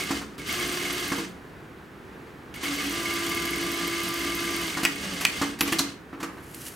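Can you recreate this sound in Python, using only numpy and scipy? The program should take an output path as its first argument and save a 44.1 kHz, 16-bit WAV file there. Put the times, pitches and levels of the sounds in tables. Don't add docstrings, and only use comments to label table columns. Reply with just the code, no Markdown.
import sys
import numpy as np
from scipy import signal
from scipy.fft import rfft, irfft, next_fast_len
from scipy.io import wavfile
from scipy.ndimage import uniform_filter1d

SR = 44100
rng = np.random.default_rng(int(sys.argv[2]) if len(sys.argv) > 2 else 0)


def rack_gain(trim_db):
    fader = np.asarray(trim_db, float)
    return 10 ** (fader / 20)


def put_to_file(sound):
    columns = np.atleast_2d(sound).T
    safe = np.clip(columns, -1, 1)
    whole_steps = np.round(safe * 32767)
    wavfile.write(sys.argv[1], SR, whole_steps.astype(np.int16))


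N = 297675
FULL_WHIR_DB = -32


def rms_one(x):
    return x / np.sqrt(np.mean(x ** 2) + 1e-20)


def in_time(tables, silent=-120.0):
    t = np.arange(N) / SR
    out = np.full((len(tables[0][0]) - 1, N), silent)
    for rows in tables:
        s, *columns = np.transpose(rows)
        inside = (t >= s[0]) & (t <= s[-1])
        out[:, inside] = [np.interp(t[inside], s, column) for column in columns]
    return out


def at_hz(points, hz):
    point_hz, values = np.transpose(points)
    return np.interp(np.log(hz), np.log(point_hz), values)


def drift(rate):
    step = 40
    r = np.exp(-2 * np.pi * rate * step / SR)
    white = rng.standard_normal(N // step + 2002)
    slow = signal.lfilter([1], [1, -2 * r, r * r], white)[2000:]
    return np.interp(np.arange(N) / step, np.arange(len(slow)), rms_one(slow))


def ring(clicks, hz, t60):
    r = rack_gain(-60 / (t60 * SR))
    w = 2 * np.pi * hz / SR
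    return signal.lfilter([0, np.sin(w)], [1, -2 * r * np.cos(w), r * r], clicks + 1e-18)


def resonate(x, peaks):
    out = x.copy()
    for hz, width, gain_db in peaks:
        r = np.exp(-np.pi * width / SR)
        poles = [1, -2 * r * np.cos(2 * np.pi * hz / SR), r * r]
        out += rack_gain(gain_db) * signal.lfilter([(1 - r * r) / 2, 0, (r * r - 1) / 2], poles, x)
    return out


def stereo_noise(spectrum, grainy_db):
    # (frequency [Hz], likeness [0 to 1])
    likeness = [(60, 0.88), (150, 0.92), (380, 0.94), (950, 0.55), (2380, 0.55), (5980, 0.98),
                (15000, 0.89)]
    white = rng.standard_normal((2, N)) * rack_gain(grainy_db * rng.standard_normal(N))
    hz = np.maximum(np.arange(N // 2 + 1) * SR / N, 1)
    alike = np.clip(at_hz(likeness, hz), 0, 1)
    mid, side = rfft(white) * rack_gain(at_hz(spectrum, hz))
    mid = mid * np.sqrt(1 + alike)
    side = side * np.sqrt(1 - alike)
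    return rms_one(irfft([mid + side, mid - side], N))


def room_air():
    # (frequency [Hz], relative spectral level [dB])
    air_colour = [(15, -51), (25, -24), (58, -2.5), (108, -5), (137, 0), (206, -4), (335, -1), (516, -7.5),
                  (560, -12), (659, -11.5), (1650, -12), (3160, -24.5), (5200, -32.5), (9000, -37),
                  (16000, -39)]
    level_db = -44
    return rack_gain(level_db + 0.6 * drift(4.0)) * stereo_noise(air_colour, grainy_db=0.6)


def room(x):
    t60_s, wall_cut_hz, bass_cut_hz = 0.42, 19000, 320.0
    size = next_fast_len(N + SR)
    hz = np.arange(size // 2 + 1) * SR / size
    spectrum = rfft(x, size) * hz ** 2 / (hz ** 2 + bass_cut_hz ** 2)
    out = np.zeros((2, len(hz)), complex)
    for k, lag in enumerate(rng.uniform(0.012, 0.04, 12)):
        loss_db = -60 * lag / t60_s * (1 + hz / wall_cut_hz)
        loop = rack_gain(loss_db) * np.exp(-2j * np.pi * hz * lag)
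        out[k % 2] += spectrum * loop / (1 - loop)
    return irfft(out, size)[:, :N]


def sliding_cloth():
    # (time [s], level [dB])
    cloth_level = [(6.26, -61), (6.32, -63.5), (6.526, -51), (6.55, -48), (6.6, -45), (6.65, -42),
                   (6.674, -36), (6.7, -44), (6.75, -48.5)]
    # (frequency [Hz], relative spectral level [dB])
    cloth_colour = [(590, -36.5), (1000, -12), (1710, -1.5), (2500, -6), (2940, -1.5), (3620, -7),
                    (12100, -2.5), (16000, -16)]
    level_db = in_time([cloth_level])[0] + 1.55 * drift(60.0)
    return rack_gain(level_db) * stereo_noise(cloth_colour, grainy_db=4.5)


def shudder():
    # (time [s], rms level [dB])
    shudder_level = [(2.65, -55), (2.69, -37), (2.74, -31), (2.78, -48), (2.83, -44), (2.87, -30),
                     (2.92, -33), (2.95, -55)]
    phase = 2 * np.pi * 285.0 * np.arange(N) / SR + 0.3 * drift(6.8)
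    return np.sqrt(2) * rack_gain(in_time([shudder_level])[0]) * np.sin(phase)


def belt(turn):
    # (time [s], level [dB])
    belt_level = [
        [(.5, -55), (.56, -38), (1.04, -38.5), (1.09, -55)],
        [(2.87, -55), (2.93, -37), (3.3, -36), (4.68, -36), (4.73, -55)],
        [(5.0, -55), (5.05, -38), (5.19, -39), (5.22, -55)],
    ]
    # (multiple of the tooth rate, relative level [dB])
    orders = [(1.0, 0), (2.0, -18), (3.0, -13), (3.5, -19.5), (4.0, -22), (4.5, -21)]
    teeth_per_stitch = 17.89
    smooth_turn = uniform_filter1d(turn, size=2500)
    angle = 2 * np.pi * teeth_per_stitch * smooth_turn + 0.04 * drift(15.0)
    tone = sum(rack_gain(db + 1.0 * drift(26.0)) * np.sin(k * angle) for k, db in orders)
    tone = np.sqrt(2) * rack_gain(in_time(belt_level)[0]) * tone
    return resonate(tone, [(1186, 20, 11)])


def crack(t, level_db):
    pulses = rack_gain(level_db - 60 * t / 0.007) * rng.choice([-1, 1], len(t))
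    return signal.lfilter([0.5, 0, -0.5], [1, -1.1, 0.3], pulses)


def rattle_noise():
    # (low edge [Hz], high edge [Hz])
    rattle_bands = [(600, 1830), (1700, 2980), (3500, 7900), (8000, 14400)]
    # (frequency [Hz], width [Hz], gain [dB])
    lever_modes = [(1132, 170, -1.5), (2680, 930, -8), (4420, 88, 0.5), (7200, 120, -21), (10000, 89, -10),
                   (11260, 280, -2)]
    noise = []
    for band in rattle_bands:
        sos = signal.butter(2, band, "band", fs=SR, output="sos")
        banded = signal.sosfilt(sos, rng.standard_normal(N))
        noise.append(rms_one(resonate(banded, lever_modes)))
    return noise


def thud(t, level_db):
    # (frequency [Hz], relative level [dB], t60 [s])
    thud_modes = [(182.2, -13, 0.74), (217, -14, 0.76), (240.6, -27, 0.44), (282.6, 2.5, 0.34),
                  (328.5, 3.5, 0.21), (468, -2.5, 0.38), (760, -43, 0.086)]
    push = np.sin(2 * np.pi * np.minimum(t / 0.0035, 1)) / 70
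    return sum(ring(push * rack_gain(level_db + mode_db + rng.normal(0, 2.5)), hz, t60)
               for hz, mode_db, t60 in thud_modes)


def blows():
    # (time [s], rattle level [dB], thud level [dB])
    CLUTCH = [(0.3795, -40, -59), (2.5403, -40, -58), (2.6304, -28.5, -39.5), (2.6794, -38, -35.5),
              (2.8345, -39, -46)]
    BRAKE = [(0.1059, -24, -28.5), (0.2116, -33, -47), (1.1176, -24, -27), (1.1835, -32, -29),
             (4.7693, -24, -32), (5.4135, -20.5, -24.5)]
    HANDS = [(6.2004, -33.5, -43), (6.2276, -28, -35)]
    FINGERS = [(6.1286, -39.5, -41), (6.289, -44, -54), (6.3684, -43.5, -44)]
    TAKE_UP = [(4.8309, -25.5, -28), (5.2076, -28, -48), (5.5875, -36.5, -51)]
    # (time [s], rattle level [dB], thud level [dB], crack level [dB])
    BACKTACK = [(4.8511, -17, -33, -9), (5.251, -16, -46, -7)]
    TRIMMER = [(5.6083, -18, -29.5, -12), (5.6212, -42, -30, -43)]
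    FOOT_LIFT = [(5.6745, -26, -40, -49), (5.7223, -19, -28.5, -20)]
    KNIFE_RETURN = [(5.7862, -25.5, -61, -19), (5.7912, -20.5, -36, -19), (5.8027, -50, -30.5, -32)]
    SNAG = [(6.5455, -37, -53, -34)]
    # (frequency [Hz], relative level [dB], t60 [s])
    BRAKE_SHOE = [(780, -6, .08), (1000, -5, .06), (1357, -8, .08), (1814, -3, .03)]
    LEVER_STOP = [(1927, -10, .08), (2500, 0, .04), (2780, 0, .03), (6293, -14, .04), (7800, -8, .03)]
    BLADE = [(2627, -1, .06), (10470, -6, .13), (11300, -7, .12), (11900, -5, .14), (12400, -6, .12),
             (13400, -8, .1)]
    KNIFE_ARM = [(4021, -1, .043), (4350, -2, .05), (5443, -5, .045)]
    # (blows, relative levels of the four rattle bands [dB], attack time constant [s],
    # basic t60 [s], modes of the struck part, their level over the rattle [dB])
    blow_kinds = [(CLUTCH, (-6.5, -3.5, -13, -7), 0.0013, 0.11, [], 0), (BRAKE, (-0.6, -17, -5.5, -14),
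                  0.004, 0.1, BRAKE_SHOE, -6), (HANDS, (-0.2, -16, -7, -12), 0.0037, 0.11, [], 0),
                  (FINGERS, (0.5, -25, -28, -27), .001, 0.15, [], 0), (TAKE_UP, (-2.5, -1.5, -2, -3.5),
                  0.0025, 0.12, [], 0), (BACKTACK, (-15, -0.5, -13, -15), 0.00025, 0.05, LEVER_STOP, 1.5),
                  (TRIMMER, (-2, 0.5, -4.5, -6), 0.00089, 0.045, BLADE, -5.5),
                  (FOOT_LIFT, (-3, -0.8, -4, -4.5), 0.0038, 0.074, [], 0),
                  (KNIFE_RETURN, (-9, -28, -1.6, -9), .0005, .092, KNIFE_ARM, -1),
                  (SNAG, (-20, -20, -15, 0.5), .0003, 0.055, [], 0)]
    noise = rattle_noise()
    out = np.zeros(N)
    for rows, shares_db, attack, t60, modes, ring_db in blow_kinds:
        for s, rattle_db, thud_db, *crack_db in rows:
            at = round(s * SR)
            t = np.arange(min(N - at, SR // 2)) / SR
            part = thud(t, thud_db)
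            for db in crack_db:
                part += crack(t, db)
            for k, share_db in enumerate(shares_db):
                band_t60 = np.clip(t60 * (1.3 - 0.12 * k), 0.01, 0.5)
                fall = rack_gain(-60 * t / band_t60) * (1 - np.exp(-t / attack))
                part += rack_gain(rattle_db + share_db) * fall * noise[k][at:at + len(t)]
            for hz, mode_db, mode_t60 in modes:
                strike = (t == 0) * rack_gain(rattle_db + ring_db + mode_db + rng.normal(0, 2.5))
                part += ring(strike, hz, mode_t60)
            out[at:at + len(t)] += part
    return out


def pings(turn, whir_db):
    # (time [s], level of the touch [dB])
    single_touches = [(0.004, -32), (0.0373, -34), (0.3975, -33.5), (0.493, -31), (0.5985, -25.5),
                      (0.8515, -26), (1.1024, -30), (2.5606, -35.5), (2.655, -25), (2.7861, -27),
                      (3.055, -28), (3.1063, -23), (3.3174, -27), (3.3722, -25.5), (3.4755, -24.5),
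                      (3.5319, -22.5), (3.5838, -25), (3.7399, -28), (3.8781, -29), (3.929, -26.5),
                      (4.1579, -43), (4.2687, -27), (4.3196, -25), (4.4757, -25), (4.5645, -27),
                      (4.8529, -28), (4.9606, -36), (5.249, -25)]
    # (frequency [Hz], relative level [dB], t60 [s])
    ping_modes = [(2192, 2.5, 0.065), (2120, -8, 0.045), (8740, -10, 0.035)]
    feed_share = 0.45
    light_db, spread_db = -36, 2.5
    rise_t60_s = 0.008
    clicks = np.zeros(N)
    at = np.flatnonzero(np.diff(np.floor(turn - feed_share)) == 1) + 1
    clicks[at] = rack_gain(light_db + whir_db[at] - FULL_WHIR_DB + spread_db * rng.standard_normal(len(at)))
    for s, db in single_touches:
        clicks[round(s * SR)] = rack_gain(db)
    return sum(rack_gain(db) * (ring(clicks, hz, t60) - ring(clicks, hz, rise_t60_s))
               for hz, db, t60 in ping_modes)


def stitch_contacts(turn, speed, whir_db):
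    # (frequency [Hz], relative level [dB], t60 [s])
    contacts = [(0.02, -16.5, 16, 4, .035, [(10200, -1, .003), (11500, 0, .003), (12700, 0, .003),
                (14200, -1, .002)]), (0.42, -22, 0, 4, .03, [(2075, -8, .04), (3350, -6, .02),
                (8750, -7, .03), (11600, 0, .003), (14500, 1, .004)])]
    out = np.zeros(N)
    for share, level_db, slow_db, spread_db, chatter, modes in contacts:
        at = np.flatnonzero(np.diff(np.floor(turn - share + 1e-3)) == 1) + 1
        luck = np.clip(rng.standard_normal(len(at)), -2.5, 1.3)
        hit_db = level_db - 16 + whir_db[at + 300] / 2 - slow_db * (1 - speed[at]) + spread_db * luck
        clicks = np.zeros(N)
        clicks[at] = rack_gain(hit_db)
        touch = signal.lfilter([1], [1, -rack_gain(-60 / (chatter * SR))], clicks + 1e-18)
        for hz, mode_db, t60 in modes:
            out += ring(rack_gain(mode_db) * touch * rng.standard_normal(N), hz, t60)
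    return out


def running_gear(whir_db, speed):
    # (frequency [Hz], relative spectral level [dB])
    whir_colour = [(240, -28), (400, -22), (682, -3.5), (909, -13), (1150, -1), (1420, -4), (2120, -2),
                   (2380, -6), (2540, -3), (9000, -11.5), (11700, -31), (19800, -120)]
    hum_colour = [(20, -40), (35, -19), (62, -5), (100, -13), (200, -7.5), (300, -7), (400, -5), (520, -15),
                  (800, -51)]
    hiss_colour = [(5000, -29), (8000, -24), (10000, 7.5), (12500, 6), (15000, 5), (16500, -16)]
    # (frequency [Hz], width [Hz], gain [dB])
    head_modes = [(1190, 13.4, 4.5), (1648, 47, 2.5), (2100, 47, 5.5), (2160, 39, -6), (2553, 41, -1.5),
                  (2870, 32, 2.5), (3004, 42, 3), (3286, 24, 2.5), (4555, 40, 3), (4810, 30, 0),
                  (6180, 57, 2), (7900, 120, -27), (8640, 86, -3)]
    frame_modes = [(179.7, 10, 5.5), (237, 45, -11.5), (285.5, 5, 13.5), (372, 10, -31)]
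    whine_hz, whine_db = 15515, -31
    over_full_db = whir_db - FULL_WHIR_DB
    hum_db = -38.5 + 0.49 * over_full_db + 0.5 * (1 - speed)
    hiss_db = -47 + 1.3 * over_full_db
    whir = rms_one(resonate(stereo_noise(whir_colour, grainy_db=2.5), head_modes))
    hum = rms_one(resonate(stereo_noise(hum_colour, grainy_db=1.0), frame_modes))
    hiss = rack_gain(1.6 * drift(40.0)) * stereo_noise(hiss_colour, grainy_db=4.5)
    whine = rack_gain(whine_db + 3 * drift(8.0)) * np.sin(2 * np.pi * whine_hz * np.arange(N) / SR)
    head = rack_gain(whir_db + 1.1 * drift(50.0)) * (whir + whine)
    return head + rack_gain(hiss_db) * hiss + rack_gain(hum_db + 0.96 * drift(3.0)) * hum


def scene():
    # (time [s], angle [stitches turned])
    shaft = [
        [(0.0, 0.35), (0.0348, 1.0), (0.105, 1.4)],
        [(0.3785, 0.03), (0.3945, 0.42), (0.4683, 1.0), (0.525, 2.0), (0.5741, 3.0), (1.0994, 13.42),
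         (1.18, 14.42), (1.29, 15.43)],
        [(2.5397, 0.03), (2.5577, 0.42), (2.638, 1.0), (2.7014, 2.0), (2.7602, 3.0), (2.9249, 6.0),
         (4.6659, 39.0), (4.7462, 40.42), (4.9582, 42.42), (5.1418, 44.42), (5.2465, 45.42), (5.3703, 46.43)],
    ]
    # (time [s], level [dB])
    running = [
        [(0, -29.5), (.06, -35), (.17, -34), (.234, -45.5), (.36, -58.5)],
        [(.38, -42.5), (.44, -42.5), (.49, -30.5), (1.05, -32), (1.2, -33.5), (1.285, -45.5), (1.45, -77)],
        [(2.54, -43), (2.6, -44.5), (2.64, -32), (4.7, -32), (4.8, -34.5), (4.99, -38.5), (5.03, -33.5),
         (5.1, -34.5), (5.19, -35), (5.3, -37), (5.4, -32.5), (5.48, -35.5), (5.595, -52), (5.67, -33),
         (5.76, -36), (5.9, -42.5), (6.0, -64)],
    ]
    full_stitches_per_s, room_db = 19.0, -14
    whir_db = in_time(running)[0]
    turn = in_time(shaft, silent=-5.0)[0]
    speed = np.clip(np.gradient(turn) * SR / full_stitches_per_s, 0, 1)
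    speed = uniform_filter1d(speed, size=3000)
    close = blows() + pings(turn, whir_db) + stitch_contacts(turn, speed, whir_db)
    background = room_air() + rack_gain(room_db) * room(close) + sliding_cloth()
    return background + shudder() + belt(turn) + close + running_gear(whir_db, speed)


def band_limit(x):
    return signal.sosfilt(signal.butter(12, 16970, fs=SR, output="sos"), x)


def record(dry):
    left_db, ceiling, cutoff_hz = -0.84, 0.9, 15850
    balanced = dry * rack_gain([[left_db / 2], [-left_db / 2]])
    rounded = ceiling * np.tanh(balanced / ceiling)
    low_pass = signal.cheby1(10, 0.5, cutoff_hz, fs=SR, output="sos")
    mix = signal.sosfilt(low_pass, rounded)
    return band_limit(mix)


dry = scene()
out = record(dry)
put_to_file(out)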